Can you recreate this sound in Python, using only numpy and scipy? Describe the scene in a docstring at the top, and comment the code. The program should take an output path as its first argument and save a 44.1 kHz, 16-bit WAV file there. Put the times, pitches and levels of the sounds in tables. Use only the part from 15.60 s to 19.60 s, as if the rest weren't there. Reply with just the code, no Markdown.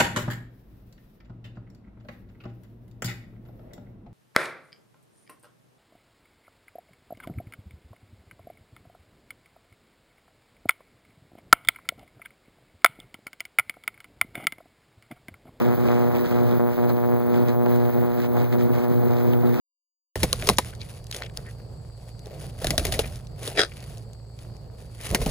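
"""An ultrasonic cleaner runs with a wristwatch in its steel tank, heard from just above the water.
From the start its drive surges twice per mains cycle: each surge gives a pressure pulse (the buzz) and
a burst of cavitation (crackle and high fizz), all wavering as the bubble cloud shifts. Larger bubbles
snap near 0.3 and 0.6 s, fainter ticks and brief sputters follow, and a last snap lands with a gurgle
near 3.7 s as the buzz runs on. Two close microphones, electronically widened."""
import sys
import numpy as np
from scipy import signal
from scipy.fft import rfft, irfft
from scipy.io import wavfile

SR = 44100
rng = np.random.default_rng(int(sys.argv[2]) if len(sys.argv) > 2 else 0)


def int16_out(signal):
    """Quantize to a 16-bit WAV file."""
    q = np.round(np.clip(np.atleast_2d(signal).T, -1, 1) * 32767)
    wavfile.write(sys.argv[1], SR, q.astype(np.int16))


N = 176400
TIME_S, FREQ_HZ = np.arange(N) / SR, np.fft.rfftfreq(N, 1 / SR)
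SURGE_HZ, CAVITATION_PEAK_S = 120, 0.0019  # the drive's beat; where in each surge the bubbles peak

# Tone of one pressure pulse: frequency_hz, gain_db
PULSE_EQ = [(30, -71), (70, -35), (120, -2), (190, 9), (240, 5), (360, 2), (480, -2.5), (720, -13.5),
            (960, -20), (1320, -27), (1800, -35), (2600, -44), (5000, -71)]
# Fader ride on the pulse's round body: time_s, gain_db
BODY_RIDE = [(0.005, -40.0), (0.014, -29.5), (0.13, -28.5), (0.155, -36.5), (0.164, -47.5), (0.18, -31.0),
             (0.255, -30.0), (0.289, -29.0), (0.497, -30.0), (0.505, -38.5), (0.555, -31.0), (0.655, -32.0),
             (0.672, -38.5), (0.747, -28.5), (0.772, -30.5), (0.839, -27.5), (0.864, -33.5), (0.93, -28.5),
             (0.98, -31.5), (0.989, -40.5), (0.997, -30.5), (1.039, -27.5), (1.164, -38.5), (1.18, -31.0),
             (1.264, -28.5), (1.28, -33.5), (1.339, -29.5), (1.364, -33.5), (1.514, -30.0), (1.53, -27.0),
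             (1.589, -33.5), (1.772, -26.5), (1.839, -29.0), (1.855, -38.5), (1.897, -27.5), (1.939, -36.5),
             (1.98, -30.5), (2.122, -28.0), (2.297, -32.0), (2.322, -37.5), (2.364, -28.0), (2.555, -34.0),
             (2.597, -30.0), (2.655, -34.5), (2.714, -30.5), (2.73, -33.5), (2.764, -29.5), (2.914, -39.0),
             (2.939, -29.0), (3.064, -28.5), (3.089, -35.5), (3.105, -25.5), (3.13, -34.0), (3.247, -31.0),
             (3.272, -34.5), (3.314, -26.5), (3.322, -31.5), (3.38, -29.0), (3.405, -34.0), (3.472, -26.5),
             (3.489, -34.0), (3.53, -31.0), (3.564, -34.0), (3.68, -28.5), (3.83, -32.5), (3.847, -26.0),
             (3.989, -33.0)]
# Fader ride on its sharp edge: time_s, gain_db
EDGE_RIDE = [(0.005, -44.5), (0.014, -38.5), (0.147, -36.5), (0.164, -53.5), (0.18, -39.5), (0.239, -40.5),
             (0.247, -52.0), (0.255, -39.0), (0.28, -45.5), (0.289, -32.0), (0.58, -35.5), (0.597, -46.0),
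             (0.647, -34.0), (0.664, -45.0), (0.747, -33.0), (0.98, -38.0), (0.989, -49.5), (0.997, -33.0),
             (1.089, -34.0), (1.164, -44.5), (1.18, -33.5), (1.255, -32.0), (1.339, -41.0), (1.355, -34.5),
             (1.522, -33.5), (1.655, -37.5), (1.805, -34.5), (1.864, -39.0), (1.889, -35.5), (2.039, -33.5),
             (2.047, -44.5), (2.064, -29.5), (2.08, -36.5), (2.297, -34.0), (2.314, -45.0), (2.372, -32.5),
             (2.414, -45.5), (2.422, -35.0), (2.589, -39.0), (2.614, -50.5), (2.647, -37.0), (2.722, -41.5),
             (2.772, -32.5), (2.839, -38.5), (2.897, -47.5), (2.955, -35.0), (2.972, -45.5), (3.03, -37.5),
             (3.039, -42.5), (3.239, -35.5), (3.405, -42.0), (3.422, -35.5), (3.48, -41.5), (3.514, -34.0),
             (3.722, -41.0), (3.772, -39.0), (3.83, -46.5), (3.839, -38.0), (3.897, -47.0), (3.989, -44.5)]
# Bite of the edge's bright tip, against the rest of the edge: time_s, gain_db
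TIP_RIDE = [(0, 6), (.45, 0), (1.3, -0.5), (1.85, -3.5), (2.2, -5), (2.4, -1), (2.65, -0.5), (3.0, -1),
            (3.4, -1.5), (3.67, -1), (4, 6)]


def buzz(body_db=-22, edge_db=-32, edge_above_hz=573, tip_above_hz=1040):
    """One pressure pulse per surge; its body, its edge and the edge's tip waver separately."""
    pulse_s = np.arange(0.00545, N / SR, 1 / SURGE_HZ)
    jitter, body_scatter, edge_scatter = rng.standard_normal((len(pulse_s), 3)).T
    pulse_s = pulse_s + 15e-6 * jitter + 60e-6 * wander(pulse_s, rate_hz=24)
    body_size = follow(BODY_RIDE, pulse_s) * amp(0.45 * body_scatter)
    lean_rad = 0.25 * wander(pulse_s, rate_hz=19)  # the body's shape drifts as the cloud moves
    body = rfft(clicks(pulse_s, body_size * np.cos(lean_rad)))
    body += 1j * rfft(clicks(pulse_s, body_size * np.sin(lean_rad)))
    edge_s = pulse_s - 120e-6  # just ahead of the body
    edge_size = follow(EDGE_RIDE, pulse_s) * amp(0.7 * edge_scatter)
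    edge = rfft(clicks(edge_s, edge_size))
    tip_s = edge_s + 90e-6 * wander(pulse_s, rate_hz=8.3)
    tip_waver = amp(5 * np.tanh(wander(pulse_s, rate_hz=26)))
    tip = rfft(clicks(tip_s, edge_size * follow(TIP_RIDE, pulse_s) * tip_waver))
    shape = eq_gain(PULSE_EQ, FREQ_HZ) * np.exp(-1j)  # each pulse dips a little, then shoots up
    below_edge = 1 / (1 + (FREQ_HZ / edge_above_hz) ** 6)
    below_tip = 1 / (1 + (FREQ_HZ / tip_above_hz) ** 6)
    lows = body * below_edge
    highs = (edge * below_tip + tip * (1 - below_tip)) * (1 - below_edge)
    return amp(body_db) * unit(irfft(lows * shape, N)) + amp(edge_db) * unit(irfft(highs * shape, N))


# Fader ride on the hum: time_s, gain_db
HUM_RIDE = [(0.005, -53.0), (0.089, -40.5), (0.172, -47.0), (0.205, -41.0), (0.455, -40.0), (0.672, -52.0),
            (0.805, -37.5), (1.13, -45.5), (1.155, -69.5), (1.18, -43.5), (1.539, -40.0), (1.597, -45.0),
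            (1.847, -40.0), (1.914, -41.0), (2.272, -39.0), (2.33, -46.5), (2.405, -36.0), (2.464, -49.0),
            (2.614, -42.5), (2.664, -46.5), (2.805, -38.0), (2.955, -42.0), (3.155, -38.0), (3.197, -49.5),
            (3.389, -37.0), (3.622, -42.0), (3.672, -38.0), (3.989, -41.0)]


def hum(level_db=-25.5, crest_s=0.0047):
    """A round tone at the surge rate swells and fades under the buzz."""
    turns = SURGE_HZ * (TIME_S - crest_s) + 0.05 * wander(TIME_S, rate_hz=12)
    return amp(level_db) * unit(follow(HUM_RIDE, TIME_S) * np.cos(2 * np.pi * turns))


# Dark tone of the churning bubble cloud: frequency_hz, gain_db
CHURN_EQ = [(20, -34), (50, -5), (80, -0.5), (115, 6.5), (200, -0.5), (320, -0.5), (450, -3), (660, -7.5),
            (900, -12), (1400, -19.5), (2000, -30.5), (3000, -45), (6000, -55)]
# Its calm and rough spells: time_s, gain_db
CHURN_RIDE = [(0.005, -32.0), (0.197, -38.5), (0.28, -32.5), (0.322, -39.5), (0.58, -35.5), (0.764, -39.0),
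              (0.989, -35.5), (1.039, -48.5), (1.297, -36.5), (1.414, -47.5), (1.539, -40.0),
              (1.622, -45.0), (1.789, -37.0), (2.022, -45.0), (2.064, -32.5), (2.13, -40.5), (2.339, -42.0),
              (2.414, -36.5), (2.522, -46.0), (2.58, -37.5), (2.68, -43.5), (2.78, -34.5), (2.88, -43.5),
              (2.922, -39.0), (3.18, -35.0), (3.255, -44.0), (3.339, -36.5), (3.372, -42.5), (3.464, -35.0),
              (3.539, -39.0), (3.739, -36.0), (3.78, -42.5), (3.839, -35.0), (3.964, -38.5), (3.989, -34.0)]


def churn(level_db=-30):
    """The churning bubble cloud makes uneven low pressure bumps between the pulses."""
    bumps = bursts(peak_s=0.0023, swell_db=-1, scatter_db=2, grain_db=4)
    return amp(level_db) * unit(colour(bumps * follow(CHURN_RIDE, TIME_S), CHURN_EQ))


# Airy top of the finest cavitation: frequency_hz, gain_db
FIZZ_EQ = [(4000, -12), (8000, -57), (11200, -21), (12500, -4.5), (14000, 2), (15500, 8), (17000, 0)]


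def fizz(level_db=-41.5):
    """The finest cavitation throbs as a hiss at the lower fringe of the ultrasound."""
    flutter = amp(1.4 * wander(TIME_S, rate_hz=28))
    collapses = bursts(CAVITATION_PEAK_S, swell_db=7, scatter_db=1, grain_db=-1.5)
    return amp(level_db) * spread(collapses * flutter, FIZZ_EQ, far_db=-9)


# Crisp tone of collapsing bubbles: frequency_hz, gain_db
CRACKLE_EQ = [(300, -53), (1200, 5), (2200, 2), (2900, -3.5), (4000, -4.5), (5500, -10.5), (7500, -16),
              (10000, -21), (16000, -46)]
# Fader ride on the crackle: time_s, gain_db
CRACKLE_RIDE = [(0.005, -49.5), (0.197, -55.5), (0.264, -49.0), (0.514, -56.0), (0.572, -49), (0.63, -56.0),
                (0.655, -49), (0.83, -54.0), (0.914, -51.5), (1.047, -64), (1.122, -54.5), (1.272, -58),
                (1.297, -46.5), (1.322, -58.5), (1.689, -59.5), (1.739, -50.5), (1.864, -57.5),
                (1.889, -48), (1.972, -67), (2.105, -53), (2.297, -55.5), (2.514, -58), (2.655, -48.5),
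                (2.689, -65), (2.797, -49.5), (2.897, -60), (2.939, -49), (2.972, -63.5), (2.997, -50.0),
                (3.105, -62.5), (3.139, -51.0), (3.247, -52), (3.28, -64), (3.305, -54.5), (3.389, -60),
                (3.597, -52.5), (3.647, -56.5), (3.73, -53.5), (3.764, -61), (3.989, -49.5)]


def crackle(level_db=-46):
    """Bubbles collapse in a short spit on each surge, in louder and softer spells."""
    spits = bursts(CAVITATION_PEAK_S, swell_db=8, scatter_db=2, grain_db=2.4, narrowness=1.5)
    return amp(level_db) * spread(spits * follow(CRACKLE_RIDE, TIME_S), CRACKLE_EQ, far_db=-6)


# Cues for larger bubbles snapping: start_s, level_db
SNAP_CUES = [(0.286, -25), (0.567, -22), (.995, -38), (1.302, -40), (1.8836, -32), (2.062, -34),
             (2.645, -32), (3.177, -41), (3.734, -26.5)]
# Tone of one snap: frequency_hz, gain_db
SNAP_EQ = [(150, -26), (600, 21), (1500, 4), (2500, 8), (4500, -6), (9000, -51), (16000, -33)]


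def snaps(decay_s=0.0012):
    """Single larger bubbles collapse, each a short puff heard as a faint tick."""
    out, t = np.zeros(N), np.arange(SR // 40) / SR
    for start_s, level_db in SNAP_CUES:
        puff = colour(rng.standard_normal(len(t)) * np.exp(-t / decay_s), SNAP_EQ)
        puff /= np.sqrt(np.sum(puff ** 2) / (decay_s * SR))
        slot = out[round(start_s * SR):][:len(t)]
        slot += amp(level_db) * puff[:len(slot)]
    return out


# Cues for sputters, from low gurgles to high spits: middle_s, length_s, pitch_hz, level_db
SPUTTER_CUES = [(.92, .026, 1050, -35), (1.125, .04, 1510, -48), (1.299, .018, 4200, -47),
                (2.064, .016, 846, -31), (2.785, .03, 1180, -41), (2.787, .016, 3500, -49),
                (2.934, .012, 3650, -46), (3.735, .012, 520, -30), (3.87, .012, 4000, -47)]


def sputters(width_hz=800):
    """For a few surges at a time the bursts set a patch of bubbles ringing."""
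    drive = rfft(bursts(peak_s=0.004, swell_db=12, scatter_db=1, grain_db=1.5))
    out = np.zeros(N)
    for middle_s, length_s, pitch_hz, level_db in SPUTTER_CUES:
        ring = unit(irfft(drive / (1 + 2j * (FREQ_HZ - pitch_hz) / width_hz) ** 2, N))
        fade = np.exp(-(2 * (TIME_S - middle_s) / length_s) ** 2)
        out += amp(level_db) * ring * fade
    return out


# Low bed of room rumble: frequency_hz, gain_db
RUMBLE_EQ = [(15, -1), (60, -4.5), (200, -20), (1000, -46)]
# Even hiss of the water's surface: frequency_hz, gain_db
HISS_EQ = [(1000, 14), (4000, -6), (7500, -9.5), (10000, 5.5), (16000, -2)]


def background(rumble_db=-46, hiss_db=-64.5):
    """The room rumbles and the water hisses faintly, unrelated at the two microphones."""
    return np.array([amp(rumble_db) * unit(colour(noise, RUMBLE_EQ))
                     + amp(hiss_db) * unit(colour(noise, HISS_EQ))
                     for noise in rng.standard_normal((2, N))])


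def bursts(peak_s, swell_db, scatter_db, grain_db, narrowness=1):
    """Grainy noise whose level moves by about swell_db once per surge, differently each time."""
    turns = (TIME_S - peak_s) * SURGE_HZ
    strength = np.clip(rng.standard_normal(N), -2, 2)[np.round(turns).astype(int)]
    swell = abs(np.cos(np.pi * turns)) ** (2 * narrowness)
    gain_db = swell * (swell_db + scatter_db * strength) + grain_db * wander(TIME_S, rate_hz=950)
    return unit(rng.standard_normal(N) * amp(gain_db))


def spread(drive, eq, far_db):
    """Two microphones share a rhythm but not a waveform; the first gets it at far_db."""
    scrambled = drive * rng.choice([-1, 1], N)
    return np.array([amp(far_db) * unit(colour(scrambled, eq)), unit(colour(drive, eq))])


def clicks(times_s, sizes):
    """Impulses timed more finely than one sample."""
    taps = np.floor(times_s * SR).astype(int)[:, None] + np.arange(-8, 9)
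    offset = taps - times_s[:, None] * SR
    shape = sizes[:, None] * np.sinc(offset) * np.sinc(offset / 9)
    return np.bincount(np.clip(taps, 0, N).ravel(), shape.ravel(), N + 1)[:N]


def wander(t, rate_hz):
    """Smooth random motion of rms 1 at the times t."""
    slow = irfft(rfft(rng.standard_normal(N)) / (1 + (FREQ_HZ / rate_hz) ** 4), N)
    return np.interp(t * SR, np.arange(N), unit(slow))


def colour(x, eq, size=4096):
    """Plays x through an EQ curve, with no pre-ringing."""
    log_gain = np.log(eq_gain(eq, abs(np.fft.fftfreq(size, 1 / SR))))
    response = np.fft.ifft(np.exp(np.conj(signal.hilbert(log_gain)))).real
    return signal.oaconvolve(x, response[:size // 2])[:len(x)]


def eq_gain(eq, f):
    """Gain of an EQ curve at the frequencies f."""
    hz, db = np.transpose(eq)
    return amp(np.interp(np.log(f + 1), np.log(hz + 1), db))


def follow(ride, t):
    """Gain of a fader ride at the times t."""
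    return amp(np.interp(t, *np.transpose(ride)))


def amp(db):
    """Decibels to gain."""
    return 10 ** (np.asarray(db) / 20)


def unit(x):
    """Scales to rms 1, so rides and EQ curves before it set shape, not overall level."""
    return x / np.sqrt(np.mean(x ** 2) + 1e-20)


def scene(far_churn_db=-12):
    """The buzz sits at the first microphone; crackle and fizz are stronger at the second."""
    first, second = crackle() + fizz() + background()
    return np.array([first + buzz() + hum() + churn() + sputters() + snaps(),
                     second + amp(far_churn_db) * churn()])


def record(dry, delay_samples=16, cutoff_hz=15780):
    """Stereo widening subtracts a delayed copy of the other microphone; then a steep high cut."""
    opposite = np.pad(dry[::-1], ((0, 0), (delay_samples, 0)))[:, :N]
    wide = (dry - opposite) * amp([[-0.18], [0.18]])  # a hair to the right
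    high_cut = signal.firwin(601, cutoff_hz, window=("kaiser", 9), fs=SR)
    return signal.oaconvolve(wide, high_cut[None], "same")


dry = scene()
out = record(dry)
int16_out(out)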